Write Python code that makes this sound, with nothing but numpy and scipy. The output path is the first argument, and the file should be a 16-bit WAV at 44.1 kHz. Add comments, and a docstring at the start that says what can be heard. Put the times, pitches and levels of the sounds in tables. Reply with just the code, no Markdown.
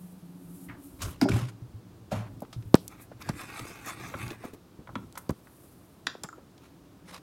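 """A plastic milk bottle is stood on a stone counter, its cap twisted off and clacked down.
Blows excite damped modes of bottle, neck and cap; sliding and twisting are noise from small frictional slips.
A fridge door thuds shut as further modes, and fingers knock on the phone as tones of falling pitch.
A sleeve brushes past as filtered noise, over wavering compressor tones, still air and a sparse reverberation."""
import sys
import numpy as np
from scipy import signal
from scipy.fft import rfft, irfft
from scipy.io import wavfile
from scipy.ndimage import uniform_filter1d

SR = 44100
rng = np.random.default_rng(int(sys.argv[2]) if len(sys.argv) > 2 else 0)


def unload_wav(signal):
    """Save mono or channel-first audio to the path in sys.argv[1] as 16-bit WAV at rate SR, clipped to [-1, 1]."""
    wavfile.write(
        sys.argv[1],
        SR,
        np.round(np.clip(np.atleast_2d(signal).T, -1, 1) * 32767).astype(np.int16),
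    )


N = 318380
TIME = np.arange(N) / SR

# Blows of the closing fridge door. Each row: start in seconds, peak of the ring in dB before chatter,
# centre of the force spectrum in Hz, its spread in octaves.
DOOR_STRIKES = [(2.1185, -24, 720, 0.27), (2.124, -22, 312, 1.37), (2.139, -24.5, 200, 1.15),
                (2.169, -23.5, 130, 0.92), (2.198, -37, 115, 0.46)]


def amp(db):
    """Amplitude ratio from the logarithmic decibel scale."""
    return 10 ** (np.asarray(db) / 20)


def unit_rms(x):
    """Normalization to unit root-mean-square amplitude."""
    return x / np.sqrt(np.mean(x ** 2) + 1e-20)


def unit_peak(x):
    """Normalization to unit peak amplitude."""
    return x / (abs(x).max() + 1e-20)


def decaying(t, t60):
    """Exponential decay: the amplitude falls by 60 dB in t60 seconds."""
    return np.exp(-np.log(1000) * t / t60)


def filtered(x, order, edges_hz, kind="low"):
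    """Butterworth filtering: a maximally flat passband."""
    return signal.lfilter(*signal.butter(order, edges_hz, kind, fs=SR), x)


def read(points, hz):
    """Interpolation of a spectrum along a logarithmic frequency axis."""
    f, value = np.transpose(points)
    return np.interp(np.log(hz + 1), np.log(f), value)


def level(curve):
    """Gain interpolated in decibels along a curve of (s, dB), at -120 dB outside it."""
    s, db = np.transpose(curve)
    return uniform_filter1d(amp(np.interp(TIME, s, db, left=-120, right=-120)), 200)


def add(mix, s, sound):
    """Linear superposition of a sound on the mix from time s."""
    part = mix[max(round(s * SR), 0):][:len(sound)]
    part += sound[:len(part)]


def colour(x, spectrum):
    """Linear filtering by a magnitude spectrum in dB, normalized to unit rms."""
    hz = np.fft.rfftfreq(N, 1 / SR)
    return unit_rms(irfft(rfft(x) * amp(read(spectrum, hz)), N))


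def drift(rate_hz):
    """Low-passed random process of unit rms: fluctuation slower than about rate_hz."""
    hz = np.fft.rfftfreq(N, 1 / SR)
    return unit_rms(irfft(rfft(rng.standard_normal(N)) / (1 + (hz / rate_hz) ** 4), N))


def stroke(s, rise_s, fall_s, db, shape):
    """Stretched-exponential envelope: a movement swells up to time s and dies away."""
    away = np.maximum((s - TIME) / rise_s, (TIME - s) / fall_s)
    return amp(db) * np.exp(-np.minimum(away, 20) ** shape)


def contact(start, end, db, edge_s=0.06):
    """Steady contact: a constant gain between linear ramps."""
    return amp(db) * np.clip(np.minimum(TIME - start, end - TIME) / edge_s + .5, 0, 1)


def together(gains):
    """Incoherent superposition: gains of unrelated movements add in power."""
    return np.sqrt(sum(gain ** 2 for gain in gains))


def room(x):
    """Reverberation: sparse reflections of random sign, each band decaying at its own rate."""
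    # Decay of the kitchen. Each row: frequency in Hz, t60 in seconds.
    kitchen = [(100, 0.25), (500, 0.43), (2000, 0.24), (6000, 0.29), (15000, 0.052)]
    taps = rng.choice([-1., 1.], SR // 2) * (rng.random(SR // 2) < .1)
    taps[:SR // 300] = 0  # gap before the first reflection
    hz, t, bands = signal.stft(taps, SR, nperseg=256)
    bands = bands * amp(-60 * t / read(kitchen, hz)[:, None])
    tail = signal.istft(bands, SR, nperseg=256)[1]
    return signal.fftconvolve(x, tail / np.linalg.norm(tail))[:N]


def struck(modes, blows, rise_cycles, detune, rattle, rattle_s, bend=None, damped=None):
    """Modal excitation: each blow wakes the modes near the centre of its force, then chatters briefly."""
    out, t = np.zeros(N), np.arange(SR // 2) / SR
    hz, db, t60 = np.transpose(modes)[:, :, None]
    sign = (-1) ** np.arange(len(hz))[:, None]  # neighbouring modes swing in opposite senses
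    swell = 1 - np.exp(-t * hz / rise_cycles)
    for s, peak_db, centre_hz, spread in blows:
        pitch = hz * (1 + detune * rng.standard_normal(hz.shape))
        clock = t if bend is None else np.cumsum(1 + np.interp(s + t, TIME, bend)) / SR
        decay = t60 * damped[1] if damped and s > damped[0] else t60
        force = 1 / (1 + (np.log2(hz / centre_hz) / spread) ** 4)
        envelope = sign * force * amp(db) * swell * decaying(t, decay)
        ring = unit_peak((envelope * np.sin(2 * np.pi * pitch * clock)).sum(0))
        chatter = filtered(rng.standard_normal(len(t)), 2, 400, "high") * np.exp(-t / rattle_s)
        chatter *= rattle / np.linalg.norm(chatter)
        add(out, s, amp(peak_db) * (ring + signal.fftconvolve(ring, chatter)[:len(t)]))
    return out


def tick(db, hz, t60, snap=5.56):
    """Impulsive excitation: a snap and a brief crackle pass one broad resonance, dull far above it."""
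    t = np.arange(SR // 6) / SR
    crackle = rng.standard_normal(len(t)) * decaying(t, t60)
    crackle[0] -= snap
    *edges, top = np.minimum([hz / 1.5, hz * 1.5, hz * 2.8], SR * .45)
    crackle = filtered(crackle, 1, top)
    return amp(db) * unit_peak(filtered(crackle, 1, edges, "band"))


def friction(spectrum, slips_per_s, smooth, clump_db, clump_hz):
    """Stick-slip friction: tiny slips of uneven size over a smooth hiss, both swelling in clumps."""
    slips = (rng.random(N) < slips_per_s / SR) * rng.standard_normal(N)
    drive = unit_rms(slips) + smooth * rng.standard_normal(N)
    clumps = amp(clump_db * np.minimum(drift(clump_hz), 1.4))
    return colour(drive * clumps, spectrum)


def patchy(x, depth_db):
    """Changing contact patch: narrow bands swell and fade on their own."""
    bands = signal.stft(x, SR, nperseg=512)[2]
    patches = uniform_filter1d(rng.standard_normal(bands.shape), size=6, axis=0)  # across frequency
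    patches = unit_rms(uniform_filter1d(patches, size=12, axis=1))  # across time
    return unit_rms(signal.istft(bands * amp(depth_db * patches), SR, nperseg=512)[1][:N])


def still_air(level_db=-55.5):
    """Stationary broadband noise: the still air of the kitchen."""
    # Relative spectral density. Each row: frequency in Hz, level in dB per Hz.
    air_colour = [(25, -35.5), (50, -4.5), (100, 0), (170, -2.5), (230, -4), (310, -0.5), (420, -8.5),
                  (700, -14), (1200, -17), (2000, -26), (4000, -27), (8000, -32), (16000, -34)]
    return amp(level_db) * colour(rng.standard_normal(N), air_colour)


def fridge(waver_db=7.0, wander=0.01984):
    """Tonal radiation: compressor lines waver in pitch and level as the phone moves through the room."""
    # Compressor lines. Each row: frequency in Hz before wander, rms level in dB before nearness and waver.
    lines = [(178.5, -48.5), (275, -59), (292, -63.5), (359, -68.5)]
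    # The phone leaves the fridge and comes back. Each row: time in seconds, gain of the first (lowest)
    # line in dB, gain of the upper lines in dB.
    nearness = np.array([(0, 0.5, -16.5), (.18, -4.5, -9), (.37, -4, 2), (.62, -4, 5), (.87, -14, 5),
                         (1.15, -10, -9.5), (6.4, -26.5, -28), (6.7, -20, -1), (7.2, -11, -23)])
    out = np.zeros(N)
    for k, (hz, db) in enumerate(lines):
        turns = np.cumsum(hz * (1 + wander * drift(18))) / SR
        waver = waver_db * np.minimum(drift(24.0), 1)
        near = level(nearness[:, [0, 2 if k else 1]])
        out += near * amp(db + waver) * np.sin(2 * np.pi * turns)
    return np.sqrt(2) * out


def sleeve():
    """Dry friction of cloth: dense fine slips give a bright hiss as a sleeve brushes past."""
    # Relative spectral density of cloth. Each row: frequency in Hz, level in dB per Hz.
    cloth_colour = [(2500, -17.5), (6000, -8), (9000, 2.5), (13000, 3), (16000, -4)]
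    # Brushes. Each row: time at the closest in seconds, rise in seconds, fall in seconds, level in dB.
    passes = [(.02, 0.046, 0.19, -61), (.64, .19, 0.036, -55), (.84, 0.039, .12, -57),
              (1.115, 0.095, .017, -52), (2.86, 0.22, 0.091, -62.5), (3.02, .016, .022, -52.5),
              (5.19, .02, .045, -55), (5.62, 0.26, 0.29, -62)]
    cloth = friction(cloth_colour, slips_per_s=9400, smooth=2.0, clump_db=1.5, clump_hz=30)
    return together(stroke(*row, shape=1.1) for row in passes) * cloth


def scuff(attack_s=0.0056):
    """Amplitude modulation: band noise on a sinking carrier makes one scuff farther off."""
    start_s, level_db, start_hz, halving_s = 0.684, -45.5, 2100, .09
    width_hz, t60 = 1300, 0.36
    out, t = np.zeros(N), np.arange(SR // 3) / SR
    band = unit_rms(filtered(rng.standard_normal(len(t)), 2, width_hz / 2))
    carrier = np.sqrt(2) * np.sin(2 * np.pi * start_hz * halving_s * np.log1p(t / halving_s))
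    envelope = np.minimum(t / attack_s, 1) * decaying(t, t60)
    add(out, start_s, amp(level_db) * envelope * band * carrier)
    return out


def door_swing():
    """Displacement of air: the swinging door pushes a low gust ahead of it."""
    # Relative spectral density of the gust. Each row: frequency in Hz, level in dB per Hz.
    gust_colour = [(25, -20), (55, 1), (100, -3), (200, -12), (400, -17.5), (900, -47.5)]
    gust = colour(rng.standard_normal(N), gust_colour)
    return stroke(1.062, rise_s=0.03, fall_s=0.035, db=-31.5, shape=0.77) * gust


def door():
    """Modal vibration of a panel: the fridge door thuds shut."""
    # Modes of the door. Each row: nominal frequency in Hz, relative level in dB, t60 in seconds.
    panel = [(113.7, 5, 0.22), (190.4, 2, 0.15), (262, -6, 0.066), (521, -4, 0.06), (632, 6.5, 0.021),
             (790, -4, 0.033), (1090, -15, 0.025)]
    return struck(panel, DOOR_STRIKES, rise_cycles=0.144, detune=0.061, rattle=1.0, rattle_s=0.014)


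def door_crack(over_blow_db=-9.5, centre_hz=852, t60=0.74, room_db=-14):
    """Impulsive contact: the door cracks with its first blow, and the kitchen throws it back."""
    crack = np.zeros(N)
    start_s, blow_db, *_ = DOOR_STRIKES[0]
    add(crack, start_s, tick(blow_db + over_blow_db, centre_hz, t60))
    return crack + room(amp(room_db) * crack)


def knocks(scuff_length=2.7, scuff_top=1.65):
    """Dispersion: a knock crosses the phone's case treble first, so its pitch falls; skin scuffs as it lands."""
    # Finger knocks. Each row: start in seconds, thump envelope peak in dB, starting pitch in Hz,
    # time for the pitch to halve in seconds, peak of the skin scuff relative to the thump in dB.
    blows = [(2.42, -32.5, 968, 0.0072, -30), (2.423, -29.5, 400, 0.0049, -4.5),
             (2.7436, 1.6, 810, 0.0012, -17.5), (3.1157, -39, 945, 0.0046, -6),
             (3.289, -27.5, 1203, 0.00575, 1), (3.2955, -20, 213, 0.013, -14),
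             (4.152, -29.5, 171, 0.0097, -4), (4.437, -39, 780, 0.038, 2.5), (4.791, -38, 170, 0.045, -4),
             (5.295, -15.5, 685, 0.0012, -10.5), (5.31, -22, 188, 0.0057, -10.5),
             (6.1517, -34.5, 1250, 0.0016, -18), (6.237, -45, 800, 0.0063, 12.5),
             (6.244, -36.5, 197, 0.032, -13), (6.381, -41, 609, 0.0068, -5.5)]
    out, t = np.zeros(N), np.arange(SR // 10) / SR
    for s, db, hz, halving, scuff_db in blows:
        # a softer knock, whose pitch falls more slowly, also swells for longer
        swell = 0.001483 * (halving / .0008) ** .25
        turns = hz * halving * np.log1p(t / halving)
        thump = -t / swell * np.exp(1 - t / swell) * np.sin(2 * np.pi * turns)
        skin = filtered(rng.standard_normal(len(t)), 2, [hz / 2, hz * scuff_top], "band")
        skin = unit_peak(skin * t * np.exp(-t / (scuff_length * swell)))
        add(out, s, amp(db) * thump)
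        add(out, s - swell, amp(db + scuff_db) * skin)
    return out


def ticks(room_db=-20):
    """Transient resonance: snaps of plastic and fingernails close to the phone, with some room."""
    # Ticks and snaps. Each row: start in seconds, peak in dB, centre in Hz, t60 of the crackle in seconds.
    snaps = [(1.0198, -25.5, 6200, 0.13), (1.2143, -19, 4370, 0.0163), (1.288, -28.5, 3100, 0.032),
             (1.3184, -29, 2600, 0.03), (2.405, -39, 11060, 0.024), (2.421, -37.5, 12000, 0.032),
             (2.45, -43.5, 1120, 0.0254), (2.5286, -36, 3460, 0.085), (2.625, -44.5, 2480, 0.036),
             (2.744, -9, 3600, 0.0025), (2.753, -16.5, 10900, 0.017), (2.8794, -24, 7640, 0.017),
             (3.223, -32, 4420, 0.016), (3.2907, -23.5, 5400, 0.03), (3.594, -31, 4200, 0.028),
             (3.861, -27, 13000, 0.019), (4.9546, -38, 3430, 0.026), (4.2804, -31, 5000, 0.0137),
             (4.305, -32, 2600, 0.043), (5.1258, -38, 7000, 0.0082), (5.1543, -41, 4256, 0.041),
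             (5.177, -24, 10100, 0.047), (5.2931, -31.5, 5100, 0.029), (5.306, -30.5, 10100, 0.016),
             (6.0684, -21, 3320, 0.027), (6.2351, -29.5, 6600, 0.0336), (6.5793, -45, 3470, 0.025),
             (7.144, -32.5, 3500, 0.025)]
    near = np.zeros(N)
    for s, db, hz, t60 in snaps:
        add(near, s, tick(db, hz, t60))
    return near + room(amp(room_db) * near)


def grip():
    """Cavity resonance: the held bottle booms faintly, and louder when it is squeezed."""
    # Relative spectral density of the boom. Each row: frequency in Hz, level in dB per Hz.
    boom_colour = [(25, -30), (50, -11), (90, -8), (106, -0.5), (120, -0.5), (138, -9), (220, -13),
                   (330, -13.5), (600, -51)]
    # Squeezes. Each row: time of the peak in seconds, length in seconds, level in dB.
    squeezes = [(0.723, 0.14, -49), (2.323, 0.25, -48), (3.313, 0.14, -43), (3.624, 0.046, -42.5),
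                (4.054, 0.14, -46.5), (4.255, 0.1, -39), (4.994, 0.21, -44)]
    pushes = [contact(1.56, 4.48, db=-55.5)]
    pushes += [stroke(s, length / 2, length / 2, db, shape=1.9) for s, length, db in squeezes]
    return together(pushes) * colour(rng.standard_normal(N), boom_colour)


def sliding():
    """Sliding friction: plastic pushed over stone sheds slips through a changing contact patch."""
    # Relative spectral density of the scrape. Each row: frequency in Hz, level in dB per Hz.
    scrape_colour = [(290, -42.5), (500, -2), (668, -8), (855, -9), (1060, -2), (1790, -9.5), (2260, -9),
                     (5630, -16), (12000, -22), (16000, -35)]
    # Slides. Each row: time of the hardest push in seconds, rise in seconds, fall in seconds, level in dB.
    slides = [(0.995, 0.0055, 0.025, -54), (1.024, 0.015, 0.063, -41), (1.09, 0.027, 0.087, -52.5),
              (1.219, 0.0056, 0.021, -35.5), (1.29, 0.0046, 0.02, -38), (1.354, 0.049, 0.093, -40),
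              (1.492, 0.0092, .009, -46), (2.124, 0.01006, 0.065, -42.5), (6.65, 0.031, 0.033, -60),
              (7.1, 0.027, 0.026, -49), (7.15, 0.029, 0.028, -45)]
    scrape = friction(scrape_colour, slips_per_s=2500, smooth=1.9, clump_db=2.5, clump_hz=69.0)
    scrape = patchy(scrape, depth_db=2.0)
    return together(stroke(*row, shape=1.85) for row in slides) * scrape  # shape 1 = pointed, 2 = rounded


def bottle():
    """Modal vibration of a hollow vessel: rocking milk bends the ring, and a closed hand damps it."""
    # Modes of the bottle. Each row: nominal frequency in Hz, relative level in dB, undamped t60 in seconds.
    vessel = [(75.6, 0, 0.14), (99.2, -3.5, 0.22), (117.3, 1, 0.28), (188.7, -5, 0.18), (226, 1, 0.088),
              (289, 5.5, 0.046), (387.3, -15.5, 0.23), (569, -22.5, 0.11), (674, -17, 0.092),
              (784, -9.5, 0.039), (950, -12, 0.015), (1310, -12, 0.018), (1530, -5, 0.0067),
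              (2260, -10, 0.025), (5200, -12, 0.0065)]
    # Blows on the bottle; the last row is the counter's dull answer to the cap. Each row: start in seconds,
    # peak of the ring in dB before chatter, centre of the force in Hz, its spread in octaves.
    blows = [(1.214, -18.5, 1060, 1.04), (1.2144, -17.5, 5050, 0.3), (1.2213, -12, 243, 0.72),
             (1.2406, -21, 300.5, 0.39), (1.255, -17, 540, 0.54), (1.287, -26, 1244, 0.19),
             (1.297, -15.5, 174, 0.86), (1.3175, -26, 2200, 0.42), (1.327, -16.5, 124, 0.72),
             (1.359, -25, 598, 1.2), (1.422, -25.5, 119, 0.18), (1.621, -34, 114.5, 0.088),
             (1.742, -36.5, 104.4, 0.11), (2.563, -30, 107.2, 0.53), (2.655, -34.5, 106, 0.61),
             (4.958, -27.5, 213, 0.4), (6.075, -40, 330, 0.38)]
    slosh = 0.046 * drift(15.4)  # as a share of the pitch
    hand = (1.55, 0.6)  # closes at this time in s, leaving this share of the t60
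    return struck(vessel, blows, rise_cycles=0.216, detune=0.028, rattle=0.38, rattle_s=0.018,
                  bend=slosh, damped=hand)


def neck():
    """Modal vibration under impact: taps and catches on the ribbed neck, then the cap bouncing on the counter."""
    # Modes of the neck. Each row: nominal frequency in Hz, relative level in dB, t60 in seconds.
    ribs = [(437, -12.5, 0.029), (578, 1.5, 0.013), (970, 4.5, 0.0062), (1320, 1.5, 0.013),
            (1469, 0.5, 0.012), (2047, -2.5, 0.0069), (3420, -0.5, 0.0034)]
    # Taps and catches on the neck; the last two rows are the cap bouncing on the counter. Each row: start
    # in seconds, peak of the ring in dB before chatter, centre of the force in Hz, its spread in octaves.
    blows = [(2.529, -37, 903, 1.4), (4.1396, -22.5, 1120, 1.2), (4.1433, -27, 1150, 1.5),
             (4.2163, -30.5, 2330, 0.4), (4.873, -36.5, 1280, 1.46), (4.891, -36, 935, 1),
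             (4.9546, -22.5, 1450, 1.38), (5.1544, -38.5, 1500, 1.8), (5.1714, -39, 1020, 1.4),
             (5.1745, -28, 1330, 1.23), (5.471, -44, 1500, 0.77), (6.288, -34.5, 1286, 0.6),
             (6.328, -37, 1170, 0.42)]
    return struck(ribs, blows, rise_cycles=0.41, detune=0.02, rattle=1.0, rattle_s=0.0058)


def cap():
    """Modal vibration of a small stiff body: the hard cap clacks down and bounces, its ring dying at once."""
    # Modes of the cap. Each row: nominal frequency in Hz, relative level in dB, t60 in seconds.
    shell = [(1280, 5, 0.0055), (1520, 11.5, 0.0062), (1892, -2, 0.0051), (2350, -12, 0.0092),
             (3720, 2.5, 0.0042), (4290, -5.5, 0.013), (4800, 0, 0.0046), (7230, 0, 0.0081),
             (10500, -8, 0.012)]
    # Blows on the stone. Each row: start in seconds, peak of the ring in dB before chatter,
    # centre of the force in Hz, its spread in octaves.
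    blows = [(6.0702, -11.5, 1950, 1.35), (6.2361, -27, 6900, 0.71), (6.288, -39, 7400, 0.14),
             (6.328, -55, 7500, 0.14)]
    return struck(shell, blows, rise_cycles=0.052, detune=0.031, rattle=0.68, rattle_s=0.0027)


def catches(per_s=60, rub_db=-10, spread_db=4.5):
    """Stick-slip: skin catches and lets go in separate snaps, a few of them large."""
    # Relative spectral density of the catches. Each row: frequency in Hz, level in dB per Hz.
    snap_colour = [(400, -10), (1200, -1), (5500, -22), (16000, -18)]
    sizes = amp(spread_db * np.minimum(rng.exponential(1, N), 2)) * rng.choice([-1., 1.], N)
    return amp(rub_db) * colour(sizes * (rng.random(N) < per_s / SR), snap_colour)


def hollow(x, count=5, shell_db=-2, t60=0.03, shift_hz=7):
    """Dense shell resonance: rubbing rings the thin bottle, and shifting fingers change the mixture."""
    t = np.arange(SR // 20) / SR
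    rings = rng.standard_normal((count, len(t))) * decaying(t, t60)
    grips = np.exp(2 * np.array([drift(shift_hz) for _ in rings]))
    grips /= np.linalg.norm(grips, axis=0)
    shell = np.zeros(N)
    for share, ring in zip(grips, rings):
        shell += share * signal.oaconvolve(x, ring / np.linalg.norm(ring))[:N]
    return unit_rms(x + amp(shell_db) * shell)


def twisting():
    """Frictional excitation of a shell: turns of the hand swell rub, fizz and wall over a sliding palm."""
    # Relative spectral densities of the hand's rub on the cap, of its fizz and of the groaning bottle wall.
    # Each row: frequency in Hz, level in dB per Hz.
    rub_colour = [(150, -49), (450, -16.5), (850, -2), (1200, 0), (1900, -2.5), (2450, -3), (2900, -11.5),
                  (3500, -9), (4400, -22.5), (7000, -42), (16000, -33)]
    fizz_colour = [(2500, -30), (4500, -2), (5600, -3), (7000, -4.5), (9500, -2), (10500, -9.5),
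                   (12500, -5), (16000, -33)]
    wall_colour = [(130, -11), (300, 2.5), (650, -12), (1200, -33)]
    # Turns of the hand. Each row: time of the hardest push in seconds, length in seconds, rub level in dB,
    # fizz relative to the rub in dB, wall relative to the rub in dB.
    turns = [(2.926, 0.05, -53, -12, -5), (3.004, 0.053, -54.5, -17, -8), (3.218, 0.022, -46.5, -5, 3),
             (3.277, 0.096, -50.5, -6.5, -5), (3.411, 0.1, -43.5, -7, -4), (3.5, 0.092, -46, -13.5, -3.5),
             (3.581, 0.1, -40.5, -10, -10), (3.689, 0.09, -50.5, -1.5, 9.5), (3.889, 0.066, -39, -4.5, -19),
             (4.049, 0.15, -44.5, -9.5, -19), (4.225, 0.095, -42, -10, -21), (4.303, 0.082, -45, -16, 1.5),
             (4.453, 0.095, -51, -10, 3), (4.543, 0.034, -58.5, -30, 12)]
    rise_share = 0.49
    # between turns the palm keeps sliding: gain, then fizz and wall relative to the rub in dB
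    pushes = [(contact(3.53, 4.3, db=-51), -10.5, -1)]
    for s, length, db, fizz_db, wall_db in turns:
        push = stroke(s, rise_share * length, (1 - rise_share) * length, db, shape=1.35)
        pushes.append((push, fizz_db, wall_db))
    rub = friction(rub_colour, slips_per_s=1200, smooth=0.98, clump_db=1.5, clump_hz=80)
    rub = hollow(rub + catches())
    fizz = friction(fizz_colour, slips_per_s=1200, smooth=1.0, clump_db=-0.5, clump_hz=70)
    fizz = hollow(patchy(fizz, depth_db=3.0))
    wall = friction(wall_colour, slips_per_s=270, smooth=1.0, clump_db=7.0, clump_hz=40)
    rub_gain = together(push for push, _, _ in pushes)
    fizz_gain = together(push * amp(db) for push, db, _ in pushes)
    wall_gain = together(push * amp(db) for push, _, db in pushes)
    return rub_gain * rub + fizz_gain * fizz + wall_gain * wall


def scene():
    """Superposition of all sources and their reverberation; the close knocks hardly stir the room."""
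    vessel, panel, lid, ribs, fingers = bottle(), door(), cap(), neck(), knocks()
    wet = room(amp(-10.5) * vessel + amp(-13) * panel + amp(-11.5) * lid
               + amp(-14.0) * ribs + amp(-34.5) * fingers)
    background = still_air() + fridge() + sleeve() + scuff()
    handling = sliding() + twisting() + grip() + ticks()
    impacts = vessel + panel + lid + ribs + fingers + door_swing() + door_crack()
    return (background + handling + impacts + wet)[None]


def record(dry):
    """Hard clipping at full scale on overload, then a linear-phase low-pass as band limit."""
    edge_hz = 16050
    lowpass = signal.firwin(511, edge_hz, window=("kaiser", 9), fs=SR)
    return signal.oaconvolve(np.clip(dry, -1, 1), lowpass[None], "same")


dry = scene()
out = record(dry)
unload_wav(out)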